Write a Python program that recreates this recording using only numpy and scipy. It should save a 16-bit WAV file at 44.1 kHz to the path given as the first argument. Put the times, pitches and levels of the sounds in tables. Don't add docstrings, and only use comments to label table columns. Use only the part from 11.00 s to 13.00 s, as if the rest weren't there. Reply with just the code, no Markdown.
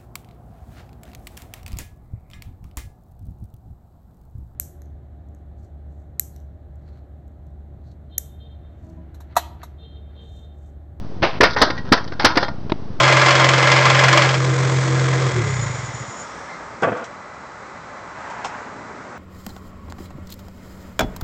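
import sys
import numpy as np
from scipy import signal
from scipy.fft import rfft, irfft
from scipy.io import wavfile
from scipy.ndimage import uniform_filter1d

SR = 44100
rng = np.random.default_rng(int(sys.argv[2]) if len(sys.argv) > 2 else 0)


def master(y):
    cut = np.clip(np.atleast_2d(y).T, -1, 1)
    pcm = np.round(cut * 32767)
    wavfile.write(sys.argv[1], SR, pcm.astype(np.int16))


N = 88200
T = np.arange(N) / SR
HZ = np.fft.rfftfreq(2 * N, 1 / SR)

# (frequency [Hz], relative level [dB])
RUMBLE_SPECTRUM = [(20, -24.5), (50, -10.5), (120, -1), (300, 0), (600, -6.5), (1200, -14), (2500, -27),
                   (5000, -27), (6500, -33.5)]
ECHO_SPECTRUM = [(100, -22), (300, -7), (700, 1), (1500, 1), (2000, -4), (2600, -3), (3600, -4), (6000, -2)]
GRIT_SPECTRUM = [(80, -8), (250, -2.5), (550, 4.5), (1300, -2), (2200, -3.5), (3000, -7), (4800, -11.5),
                 (6200, -24)]
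TAP_SPECTRUM = [(80, -28), (250, 8), (550, 8), (1000, 7), (1450, 3.5), (1950, 8.5), (2450, -17), (3500, 4),
                (5000, 6.5), (6200, -5.5)]
CLACK_SPECTRUM = [(60, -4), (150, -1), (300, -0.5), (600, 1.5), (1000, 0.5), (1400, 1), (1950, 1),
                  (2500, -7), (3500, -6), (5000, -4), (6200, -18.5)]
# (time [s], size [linear])
POPS = [(0.0158, 0.1), (.026, 0.082), (0.0496, .11), (0.101, 0.07), (.1207, 0.052), (0.18, .08),
        (1.585, 0.12), (1.665, 0.11), (1.825, .1), (1.905, 0.17)]
# (time [s], thump level [dB], thump pitch [Hz], grit level [dB], grit t60 [s])
FOOTFALLS = [(0.2215, -11, 250, -18.5, 0.085), (0.2273, -15.5, 298, -12.5, 0.088),
             (1.697, -20.5, 620, -24, 0.04), (1.7202, -13, 260, -13, .015)]
# (time [s], level [dB])
SCUFF_ENVELOPE = [(.225, -32), (.235, -12), (.28, -24.5), (.31, -32.5), (.36, -34), (.39, -39)]
# (frequency [Hz], relative level [dB], t60 [s])
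KNOCK_MODES = [(340, 1.5, 0.027), (628, -5.5, 0.027), (906, -3, 0.018), (1270, -8.5, 0.017),
               (1684, -12, 0.012), (2140, -7.5, 0.013), (3820, -9.5, 0.013)]
# (frequency [Hz], relative level [dB])
METAL_MODES = [(317, -6), (525, -6.5), (705, -14.5), (835, -4), (969, -3), (1039, -2.5), (1295, -8),
               (1416, -1), (1535, -8.5), (1625, -8), (1850, -2.5), (3235, -10.5), (3650, -9), (4012, -16),
               (4323, -14), (4457, -14), (4791, -11)]
# (start [s], length [s], level [dB], treble shelf [dB])
RATTLES = [(.50, 0.058, -32, 3.5), (.572, 0.038, -25.5, -10.5), (0.654, 0.039, -25, -12),
           (0.753, 0.04, -35.5, -14), (.845, 0.051, -37, -15), (0.966, 0.023, -26.5, -8),
           (1.037, 0.018, -39, -5), (1.111, 0.039, -41, -8), (1.205, 0.047, -26, -16),
           (1.286, .04, -26, -15), (1.406, .022, -30, -5), (1.44, 0.016, -30, -7), (1.474, 0.02, -26.5, -9)]
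# (time [s], clack level [dB], thump level [dB], thump pitch [Hz], treble shelf [dB],
# crunch bump [dB], ring level [dB], clack t60 [s], leading mode [Hz], its level [dB])
BLOWS = [(.4075, 3, 1, 369, -4.5, 4, -28, .055, 525, -13),
         (.4305, -1.5, 1.5, 452, -3.5, 5, -22, 0.13, 1820, -12.5),
         (0.563, -12, -17, 500, -8, 1.5, -25, 0.11, 1850, -16),
         (.6150, 2, -5.5, 630, -2.5, -9, -22, 0.093, 1028, -17.5),
         (0.7012, -9, -36, 500, -3, 0.5, -34.5, 0.039, 1400, -32),
         (.776, -25.5, -40, 500, -0.5, -2, -44, .08, 1915, -22.5),
         (0.9216, 2.5, 4.5, 256, -1.5, -5, -28.5, 0.077, 1007, -7),
         (1.076, -25, -47, 500, 2, -5, -47.5, 0.038, 4450, -43),
         (1.120, -17, -29, 498, -11, 1, -49, 0.034, 1460, -35),
         (1.195, -14, -21, 404, -2.5, -1, -28, .10, 4840, -40),
         (1.246, 2, -3, 302, 2, 0.5, -19.5, 0.088, 1410, -8.5),
         (1.3555, -10, -20, 386, -3, -1.5, -28, 0.038, 1416, -25),
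         (1.371, -1.5, -3.5, 326, -4, 1, -26, 0.056, 702, -13.5),
         (1.4273, -6, -12, 613, -5.5, -11, -29.5, 0.044, 820, -18.5)]

METAL_RISE_S = .003
REST_S, REST_T60_S = 1.495, .13


def amp(db):
    return 10 ** (np.asarray(db) / 20)


def unit(x):
    return x / np.sqrt(np.mean(x ** 2) + 1e-20)


def add(mix, start_s, sound):
    part = mix[round(start_s * SR):]
    part += sound[:len(part)]


def colour(x, spectrum, treble_db=0, crunch_db=0):
    hz, db = np.transpose(spectrum)
    curve = np.interp(np.log(HZ + 1), np.log(hz), db)
    shelf = treble_db / (1 + (2300 / (HZ + 1)) ** 8)
    bump = crunch_db * np.exp(-((HZ - 2430) / 560) ** 2)
    return unit(irfft(rfft(x, 2 * N) * amp(curve + shelf + bump))[:N])


def noise(spectrum, treble_db=0, crunch_db=0):
    return colour(rng.standard_normal(N), spectrum, treble_db, crunch_db)


def strike(rise_s, t60):
    return (1 - np.exp(-T / rise_s)) * amp(-60 * T / t60)


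def mode(hz, rise_s, t60):
    return np.sin(2 * np.pi * hz * T) * strike(rise_s, t60)


def thump(hz, cycles):
    return mode(hz, rise_s=.001, t60=2 * cycles / hz)


def outdoor_rumble(level_db=-39):
    return amp(level_db) * noise(RUMBLE_SPECTRUM)


def recorder_putter(min_gap_s=.011, width_s=.00089, rebound=.42, rebound_s=.0061):
    times = np.cumsum(min_gap_s + .013 * rng.gamma(2, .5, size=160))
    sizes = .092 * amp(2.3 * rng.standard_normal(160))
    uncrowded = np.abs(times[:, None] - np.array(POPS)[:, 0]).min(axis=1) > min_gap_s
    times, sizes = np.vstack([POPS, np.column_stack([times, sizes])[uncrowded]]).T
    impulses = np.bincount((times * SR).astype(int), sizes, N)[:N]
    half = round(4 * rebound_s * SR)
    t = np.arange(-half, half + 1) / SR
    pop = rebound * np.exp(-.5 * (t / rebound_s) ** 2) - np.exp(-.5 * (t / width_s) ** 2)
    out = signal.fftconvolve(impulses, pop, "same")
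    return out - out.mean()


def street_echo(x, level_db=-15.5):
    tail = noise(ECHO_SPECTRUM) * strike(rise_s=.013, t60=.27)
    return amp(level_db) * signal.fftconvolve(x, tail / np.linalg.norm(tail))[:N]


def grit(grain_db=2):
    grains = unit(uniform_filter1d(rng.standard_normal(N), size=60))
    return colour(rng.standard_normal(N) * amp(grain_db * grains), GRIT_SPECTRUM)


def shoes():
    scuff_db = np.interp(T, *np.transpose(SCUFF_ENVELOPE), left=-100, right=-100)
    out = grit() * amp(scuff_db)
    for start_s, thump_db, hz, grit_db, t60 in FOOTFALLS:
        crunch = amp(grit_db) * grit() * strike(.00088, t60)
        add(out, start_s, amp(thump_db) * thump(hz, cycles=2.3) + crunch)
    return out


def heel(start_s=.2235, level_db=-6):
    out = np.zeros(N)
    add(out, start_s, amp(level_db) * thump(hz=125, cycles=1.8))
    return out


def last_step(start_s=1.7202, gain_db=-5, rise_s=.00035):
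    out = np.zeros(N)
    for hz, db, t60 in KNOCK_MODES:
        add(out, start_s, amp(gain_db + db) * mode(hz, rise_s, t60))
    return out


def metal_ring(spread_db=1.5):
    modes = np.zeros(N)
    for hz, db in METAL_MODES:
        deviation, phase = rng.standard_normal(2)
        modes += amp(db + spread_db * deviation) * np.sin(2 * np.pi * (hz * T + phase))
    return modes * strike(METAL_RISE_S, t60=.27)


def loose_parts(taps_per_s=400, spread_db=3, tap_t60=.015, ring_db=-9):
    out = np.zeros(N)
    for start_s, length_s, db, treble_db in RATTLES:
        contacts = (rng.random(N) < taps_per_s / SR) & (T < length_s)
        taps = contacts * amp(spread_db * rng.standard_normal(N)) * rng.choice([-1, 1], N)
        tick = unit(noise(TAP_SPECTRUM, treble_db) * amp(-60 * T / tap_t60))
        response = tick + amp(ring_db) * unit(metal_ring())
        rattle = unit(signal.fftconvolve(taps, response)[:N])
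        add(out, start_s, amp(db) * np.sqrt(length_s * SR / N) * rattle)
    return out


def scooter_blows(thump_lead_s=.003):
    out = np.zeros(N)
    for start_s, clack_db, thump_db, hz, treble_db, crunch_db, ring_db, t60, mode_hz, mode_db in BLOWS:
        clack = amp(clack_db) * noise(CLACK_SPECTRUM, treble_db, crunch_db) * strike(METAL_RISE_S, t60)
        leading_mode = amp(mode_db) * mode(mode_hz, METAL_RISE_S, t60=.11)
        add(out, start_s - thump_lead_s, amp(thump_db) * thump(hz, cycles=4.4))
        add(out, start_s, clack + leading_mode + amp(ring_db) * metal_ring())
    return out


def scene():
    settling = amp(-60 * np.maximum(T - REST_S, 0) / REST_T60_S)
    scooter = (scooter_blows() + loose_parts()) * settling
    feet = shoes()
    echo = street_echo(scooter + amp(-2) * feet)
    return (scooter + feet + echo + heel() + last_step() + outdoor_rumble() + recorder_putter())[None]


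def record(dry, ceiling=.7, offset=-.052, knee=12, spill_db=-8, mic_edge_hz=6400, top_hz=16000):
    mic_band = signal.firwin(201, mic_edge_hz, window=("kaiser", 8), fs=SR)[None]
    top_cut = signal.firwin(511, top_hz, window=("kaiser", 9), fs=SR)[None]
    dull = offset + signal.fftconvolve(dry, mic_band, "same")
    clipped = dull / (1 + np.abs(dull / ceiling) ** (2 * knee)) ** (.5 / knee)
    in_band = signal.fftconvolve(clipped, mic_band, "same")
    spill = amp(spill_db) * (clipped - in_band)
    limited = np.clip(in_band + spill, -ceiling, ceiling)
    return signal.fftconvolve(limited, top_cut, "same")


dry = scene()
out = record(dry)
master(out)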